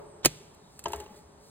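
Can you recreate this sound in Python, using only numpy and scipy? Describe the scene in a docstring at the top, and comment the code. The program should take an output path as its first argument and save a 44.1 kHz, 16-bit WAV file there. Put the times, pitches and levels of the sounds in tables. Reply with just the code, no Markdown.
"""Cleat and pedal in a quiet wood

A shoe cleat clips into a mountain-bike pedal close by: noise bursts crack, and modes of jaw and sole ring.
The crank is then turned back: the freewheel ticks, the chain runs as coloured noise with random catches,
and drivetrain knocks ring the modes of frame and chainring. Soft rubbing is noise strongest near 420 Hz,
cloth adds a faint hiss, and short swelling sines make soft low thuds and tones. Fluttering sine whistles
make faint birds over forest air of diffuse noise, and scatter prolongs each contact.
"""
import sys
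import numpy as np
from scipy.fft import rfft, irfft
from scipy.io import wavfile

SR = 44100
rng = np.random.default_rng(int(sys.argv[2]) if len(sys.argv) > 2 else 0)


def int16_out(signal):
    """Quantize to a 16-bit WAV file."""
    q = np.round(np.clip(np.atleast_2d(signal).T, -1, 1) * 32767)
    wavfile.write(sys.argv[1], SR, q.astype(np.int16))


N = 66150
T = np.arange(N) / SR  # time [s]
HZ = np.maximum(np.fft.rfftfreq(2 * N, 1 / SR), 1)  # frequency of each bin [Hz], zero-padded to 2 N

# Contacts of cleat and jaw: t/s, crack level/dB, jaw ring level/dB, sole thud level/dB,
# crack rise/s, crack t60/s
CLEAT_CONTACTS = [(0.2485, -13.5, -34.5, -25.5, 0.00052, 0.013), (0.2545, -18.5, -32.5, -24, 0.0011, 0.027),
                  (0.2571, -6.5, -23.5, -32, 0.00023, 0.016), (0.2600, -23, -31.5, -14.5, 0.0003, 0.015)]
# Colour of the crack: f/Hz, density level/dB per Hz
CRACK_COLOUR = [(200, 5), (600, -4), (1100, -14.5), (2200, 3.5), (3400, -14), (5200, 3.5), (7500, 2),
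                (9000, -2), (10300, 6), (11500, 3.5), (13800, -7), (15500, -15), (16500, -30)]
# Modes of the steel jaw and spring, damped by the sole: f/Hz, level/dB re the jaw ring
JAW_MODES = [(1282, -3), (1650, -6.5), (1885, 0), (2100, -6.5), (2521, 4), (2670, -2), (2988, -3.5),
             (3185, -4.5), (4130, 0.5), (4270, 1.5), (4550, -7), (6580, 3), (7450, -19), (8090, -4.5),
             (8840, -8), (9830, 2), (10300, -6), (15400, 1)]
JAW_T60_S = 0.036
# Modes of sole and crank: f/Hz, level/dB re the thud, t60/s
SOLE_MODES = [(49.6, -21, 0.15), (139.7, -12, 0.1), (151.7, -31, 0.53), (281, -7.5, 0.024), (342, 5, 0.018),
              (454, -5, 0.027), (558, -7, 0.026), (674, -6, 0.015), (826, -29, 0.0585)]
# Cleat sliding on the jaw: t/s, level/dB
SLIDE_LEVEL = [(0.232, -55), (0.243, -47), (0.248, -26.5), (0.255, -22), (0.266, -41), (0.275, -69)]
# Colour of the sliding: f/Hz, density level/dB per Hz
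SLIDE_COLOUR = [(150, 0.5), (500, 11), (1500, 6), (4500, 11), (7500, 2.5), (10000, -10), (16000, -24.5)]


def cleat():
    """Friction and impact: sliding gives noise; each contact cracks and excites modes of jaw and sole."""
    out = level(SLIDE_LEVEL) * noise(SLIDE_COLOUR)
    jaw_modes = [(hz, db, JAW_T60_S) for hz, db in JAW_MODES]
    for s, crack_db, jaw_db, thud_db, rise, t60 in CLEAT_CONTACTS:
        out = out + burst(CRACK_COLOUR, s, crack_db, rise, t60)
        out = out + ring(jaw_modes, s, jaw_db)
        out = out + ring(SOLE_MODES, s, thud_db)
    return out


# Freewheel ticks: t/s, level/dB
TICKS = [(0.5376, -62), (0.546, -55), (0.7915, -38.5), (0.839, -38.5), (0.8818, -39.5), (0.903, -66),
         (0.9199, -39), (0.9318, -38), (0.959, -41), (1, -41.5), (1.1893, -59.5)]
# Colour of a tick: f/Hz, density level/dB per Hz
TICK_COLOUR = [(600, -12), (1500, -4), (2600, -9.5), (4200, -2.5), (6500, -4.5), (7600, 3.5), (9000, -2),
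               (10300, -0.5), (12000, -2.5), (14300, -3.5), (16000, -27)]
# Modes of the pawl: f/Hz, level/dB re the pawl ring, t60/s
PAWL_MODES = [(2610, 1, .05), (2820, -8, .04), (7420, 7, 0.031), (7900, -6, 0.066), (9780, 5, 0.022),
              (13600, -7.5, .02)]
TICK_RISE_S, TICK_T60_S = 0.0013, 0.026
PAWL_DB = -15  # pawl ring re its tick


def freewheel():
    """Ratchet impacts: the pawl drops over one tooth after another, and each blow excites its modes."""
    out = 0
    for s, db in TICKS:
        out = out + burst(TICK_COLOUR, s, db, TICK_RISE_S, TICK_T60_S)
        out = out + ring(PAWL_MODES, s, db + PAWL_DB)
    return out


# Drivetrain knocks: t/s, clack level/dB, frame ring level/dB, chainring ring level/dB
KNOCKS = [(0.8573, -27.5, -23, -36), (0.9030, -54, -39.5, -58), (0.9327, -34.5, -25.5, -36),
          (0.9450, -42, -42, -59), (1.003, -55, -44.5, -47), (1.0620, -51, -52.5, -53)]
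# Colour of the clack: f/Hz, density level/dB per Hz
KNOCK_COLOUR = [(150, 5), (500, 8.5), (750, 6), (1000, 17.5), (1350, 2), (2100, -40), (3000, 9),
                (3700, -30), (5000, 2.5), (8000, -18), (15000, -42)]
# Modes of frame and wheel: f/Hz, level/dB re the frame ring, t60/s
FRAME_MODES = [(351.6, -19, 0.68), (415.2, -12.5, 0.23), (606, -17.5, 0.11), (681, -9.5, 0.12),
               (833, -29.5, 0.52), (851, -23, 0.63), (860, -5.5, 0.049), (890, -27, 0.079),
               (913, -2.5, 0.055), (941, -24, 0.11), (1305, -18.5, 0.12), (1596, -22, 0.11)]
# Modes of the chainring: f/Hz, level/dB re the chainring ring, t60/s
CHAINRING_MODES = [(2786, 2, 0.033), (3110, 0, 0.03), (3920, -3.5, 0.027), (6440, -2.5, 0.035)]
# Chain running over the sprockets: t/s, level/dB
CHAIN_LEVEL = [(0.78, -73), (0.85, -60), (0.872, -46), (0.95, -46), (1.01, -45.5), (1.08, -54), (1.17, -55),
               (1.23, -73), (1.5, -71)]
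# Colour of the running chain: f/Hz, density level/dB per Hz
CHAIN_COLOUR = [(30, -26.5), (55, 2), (72, 7.5), (120, -7), (280, -2.5), (350, 5.5), (380, 6), (415, 16),
                (490, -9.5), (580, 7), (675, -5.5), (740, -23), (840, 12), (930, -9), (1100, -2),
                (1350, -18), (1900, -9), (2800, -14.5), (5000, -15.5), (8000, -21), (15000, -24)]
KNOCK_RISE_S, KNOCK_T60_S, FRAME_LAG_S = 0.001, 0.03, 0.002
CHAIN_FLUTTER_DB, CHAIN_FLUTTER_HZ = 1.2, 90  # rms depth and bandwidth


def drivetrain():
    """Rolling and impact excitation: the chain makes fluttering noise; knocks ring frame and chainring."""
    flutter = from_db(CHAIN_FLUTTER_DB * drift(CHAIN_FLUTTER_HZ))
    running = rms_one(noise(CHAIN_COLOUR) * flutter)
    out = level(CHAIN_LEVEL) * (running + grit())
    for s, clack_db, frame_db, chainring_db in KNOCKS:
        out = out + burst(KNOCK_COLOUR, s, clack_db, KNOCK_RISE_S, KNOCK_T60_S)
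        out = out + ring(FRAME_MODES, s + FRAME_LAG_S, frame_db)
        out = out + ring(CHAINRING_MODES, s, chainring_db)
    return out


# Colour of links catching on the teeth: f/Hz, density level/dB per Hz
GRIT_COLOUR = [(500, 0), (1300, 9), (2000, -5), (2900, -22), (4500, -3.5), (8000, 1), (15000, -9)]
GRIT_PER_S, GRIT_DB = 670, -13.5  # mean rate; level re the running chain


def grit():
    """Random impulse train: chain links catch at independent moments with random strength."""
    catches = (rng.random(N) < GRIT_PER_S / SR) * rng.standard_normal(N)
    return from_db(GRIT_DB) * rms_one(filtered(catches, from_db(at_hz(GRIT_COLOUR))))


# Soft rubbing: t/s, level/dB
RUBBING_LEVEL = [(0, -43), (0.1, -52), (0.22, -52.5), (0.32, -59), (0.41, -58.5), (0.5, -60.5),
                 (0.8, -68.5), (1.15, -61), (1.35, -61), (1.5, -64)]
# Colour of the rubbing, with the frame's resonances: f/Hz, density level/dB per Hz
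RUBBING_COLOUR = [(100, -5.5), (280, -5.5), (350, 6.5), (380, -0.5), (420, 17.5), (470, -13.5), (570, 9),
                  (730, -7), (860, 0.5), (1150, -6), (1600, -17), (3000, -29.5), (9000, -37),
                  (15000, -41.5)]


def rubbing():
    """Resonant friction noise: soft rubbing hums in the frame's resonances, strongest near 420 Hz."""
    return level(RUBBING_LEVEL) * diffuse(RUBBING_COLOUR)


# Faint hiss of brushing cloth: t/s, level/dB
CLOTH_LEVEL = [(0.5, -81), (0.62, -73.5), (0.78, -62), (1.08, -87), (1.17, -58.5), (1.23, -70.5),
               (1.36, -78), (1.44, -62), (1.5, -61.5)]
# Colour of the hiss: f/Hz, density level/dB per Hz
CLOTH_COLOUR = [(1000, -21.5), (2000, -24.5), (4300, 11), (6000, 8), (9000, 9), (15000, -2)]


def cloth():
    """Friction noise: brushing cloth gives a faint hiss, alike in both ports before their phase lag."""
    return level(CLOTH_LEVEL) * noise(CLOTH_COLOUR)


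# Soft low thuds and tones, among them a 155 Hz ring after the snap: t/s, f/Hz, level/dB, length/s
LOW_TONES = [(0.36, 155.3, -65, 0.154), (0.395, 393.5, -49.5, 0.034), (0.858, 74.1, -47, 0.093),
             (0.935, 74.4, -46, 0.07), (1.105, 213, -47.5, 0.024), (1.235, 76, -54, 0.055)]


def low_tones():
    """Amplitude-modulated sines: soft low thuds and tones, each of one pitch under a half-sine swell."""
    out = 0
    for s, hz, db, length in LOW_TONES:
        swell = np.sin(np.pi * np.clip((T - s) / length, 0, 1))
        out = out + from_db(db) * swell * np.sin(2 * np.pi * hz * (T - s))
    return out


# Far birds: start t/s, length/s, start f/Hz, end f/Hz, level/dB, rms waver of f/Hz
BIRDS = [(0.02, 0.22, 8950, 8250, -64, 60), (-0.02, 0.22, 7850, 7750, -72, 60),
         (0.5, 0.26, 4100, 3750, -69, 170)]
BIRD_WAVER_RATE_HZ = 200  # bandwidth of the waver and of the flutter


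def birds():
    """Frequency and amplitude modulation: thin falling whistles waver and flutter, blurred by distance."""
    out = 0
    for s, length, start_hz, end_hz, db, waver_hz in BIRDS:
        along = np.clip((T - s) / length, 0, 1)
        glide = start_hz + (end_hz - start_hz) * along
        hz = glide + waver_hz * drift(BIRD_WAVER_RATE_HZ)
        strength = from_db(db) * np.sin(np.pi * along) * drift(BIRD_WAVER_RATE_HZ)
        out = out + strength * np.sin(2 * np.pi * np.cumsum(hz) / SR)
    return out


# Colour of the forest air: f/Hz, density level/dB per Hz
AIR_COLOUR = [(25, -23.5), (70, 2), (105, -4.5), (155, 2), (220, -4), (330, -9), (420, -3), (520, -10),
              (850, -7), (1400, -16), (2800, -25.5), (5000, -24.5), (9000, -27.5), (15000, -44)]
AIR_DB = -56.5


def forest_air():
    """Diffuse field: steady coloured noise arrives from all around."""
    return from_db(AIR_DB) * diffuse(AIR_COLOUR)


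# Colour of the scattered sound: f/Hz, level/dB
WOOD_COLOUR = [(100, 9), (400, 1), (1000, -1.5), (2500, 5), (5000, 1.5), (8000, -0.5), (11000, -5.5),
               (16000, -10.5)]
NEAR_DB, NEAR_T60_S = -16, 0.067  # scatter from the bike and ground
WOOD_DB, WOOD_T60_S = -27.5, 0.81  # scatter from the trunks


def wood(x):
    """Energy decay by scattering: octave bands linger as diffuse noise, briefly nearby, longer from trunks."""
    linger = 0
    for db, t60 in ((NEAR_DB, NEAR_T60_S), (WOOD_DB, WOOD_T60_S)):
        decay = rms_one(from_db(-60 * T / t60))
        linger = linger + (from_db(db) * decay) ** 2 / N
    response = rfft(linger, 2 * N)
    scatter = diffuse(WOOD_COLOUR)
    out = 0
    for hz in SR / 4 / 2 ** np.arange(8):
        band = np.cos(np.pi / 2 * np.clip(np.log2(HZ / hz), -1, 1))
        band_sound = filtered(x, band * from_db(at_hz(WOOD_COLOUR)))
        energy = filtered(band_sound ** 2, response)
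        out = out + np.sqrt(np.abs(energy)) * rms_one(filtered(scatter, band ** 2))
    return out


EVENNESS = 0.6  # spectral whitening of a contact's ring: 0 none, 1 flat before colouring


def burst(colour, s, db, rise, t60):
    """High modal density: one contact's quickly dying ring is coloured noise that decays exponentially."""
    onset = np.clip((T - s) / rise, 0, 1)
    envelope = onset * from_db(-60 * np.maximum(T - s - rise, 0) / t60)
    spectrum = rfft(rng.standard_normal(N) * envelope, 2 * N)
    spectrum = spectrum / (np.abs(spectrum) + 1e-12) ** EVENNESS
    spectrum = spectrum * from_db(at_hz(colour))
    sound = rms_one(irfft(spectrum)[:N] * onset)
    return from_db(db) * sound * np.sqrt(np.mean(envelope ** 2))


RING_RISE_CYCLES = 0.35  # time constant of a mode's build-up, in cycles


def ring(modes, s, db):
    """Modal superposition: one blow excites damped modes, whose surface velocity radiates."""
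    age = np.maximum(T - s, 0)
    out = 0
    for hz, mode_db, t60 in modes:
        decay = from_db(db + mode_db - 60 * age / t60)
        build_up = 1 - np.exp(-age * hz / RING_RISE_CYCLES)
        motion = decay * build_up * np.sin(2 * np.pi * hz * age)
        # the difference is velocity; the divisor undoes its gain at the mode's frequency
        out = out + np.diff(motion, prepend=0) / (2 * np.sin(np.pi * hz / SR))
    return out


def noise(colour):
    """Spectral shaping: white noise filtered to a colour, at unit rms."""
    return rms_one(filtered(rng.standard_normal(N), from_db(at_hz(colour))))


def drift(hz):
    """Band-limited fluctuation: low-passed random motion with unit rms."""
    return rms_one(filtered(rng.standard_normal(N), 1 / (1 + (HZ / hz) ** 2)))


# Decorrelation of the ambience: f/Hz, share unlike in the two ports (0-1)
UNLIKE_SHARE = [(60, 0.079), (250, 0.12), (700, 0.71), (2000, 0.98), (4000, 0.6), (5500, .05), (15000, .05)]


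def diffuse(colour):
    """Interchannel decorrelation: mid and side noise give partly unlike channels, as from all around."""
    unlike = np.clip(at_hz(UNLIKE_SHARE), 0, 1)
    mid = filtered(noise(colour), np.sqrt(2 - unlike))
    side = filtered(noise(colour), np.sqrt(unlike))
    return rms_one(np.array([mid + side, mid - side]))


def placed(x, balance):
    """Level difference: a close source is louder on one side in each band."""
    half_db = np.array([[0.5], [-0.5]])
    return filtered(x, from_db(at_hz(balance) * half_db))


# Phase between two microphone ports: f/Hz, lead of the left/rad
PORT_PHASE = [(100, 0), (400, -.1), (1000, -.5), (1500, -1.3), (2300, 2.0), (3000, 1.7), (4200, 2.0),
              (5300, 3.2), (6500, 4.0), (8500, 6.15), (10000, 7.7), (11800, 9.4), (14500, 12.3),
              (16000, 12.6)]


def ports(pair):
    """Phase difference: the right port is shifted against the left by an angle set by frequency."""
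    return filtered(pair, np.exp(-1j * at_hz(PORT_PHASE) * np.array([[0], [1]])))


def from_db(db):
    """Logarithmic level: decibels to amplitude gain."""
    return 10 ** (np.asarray(db) / 20)


def rms_one(x):
    """Normalisation: scale to unit rms."""
    return x / np.sqrt(np.mean(x ** 2) + 1e-20)


def at_hz(points):
    """Logarithmic frequency: interpolate a table along log f."""
    hz, value = np.transpose(points)
    return np.interp(np.log(HZ), np.log(hz), value)


def level(points):
    """Envelope: gain from a t/s, level/dB curve, silent outside it."""
    return from_db(np.interp(T, *np.transpose(points), left=-200, right=-200))


def filtered(x, response):
    """Linear filtering: multiply the spectrum by a frequency response."""
    return irfft(rfft(x, 2 * N) * response)[..., :N]


# Left minus right for the pedal: f/Hz, level difference/dB
PEDAL_BALANCE = [(200, 0.5), (850, 4.5), (1700, -10.5), (2400, 1), (3400, -3.5), (4400, -4.5), (6200, -4.5),
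                 (9000, 0.5), (15000, -3.5)]
# Left minus right for freewheel and drivetrain: f/Hz, level difference/dB
BIKE_BALANCE = [(200, 1), (950, 4.5), (1500, -4.5), (3100, -2), (3900, -2.5), (8000, -1), (15000, 0.5)]


def scene():
    """Superposition: pedal and bike close by, soft rubbing, cloth and low tones, the wood around them."""
    pedal = cleat()
    bike = freewheel() + drivetrain()
    close = placed(pedal, PEDAL_BALANCE) + placed(bike, BIKE_BALANCE)
    soft = rubbing() + cloth() + low_tones()
    forest = forest_air() + birds() + wood(pedal + bike)
    return ports(close + soft + forest)


CUTOFF_HZ = 16000


def record(dry):
    """Saturation and band-limiting: the highest peaks are rounded and the top is cut."""
    return filtered(np.tanh(dry), 1 / np.sqrt(1 + (HZ / CUTOFF_HZ) ** 160))


dry = scene()
out = record(dry)
int16_out(out)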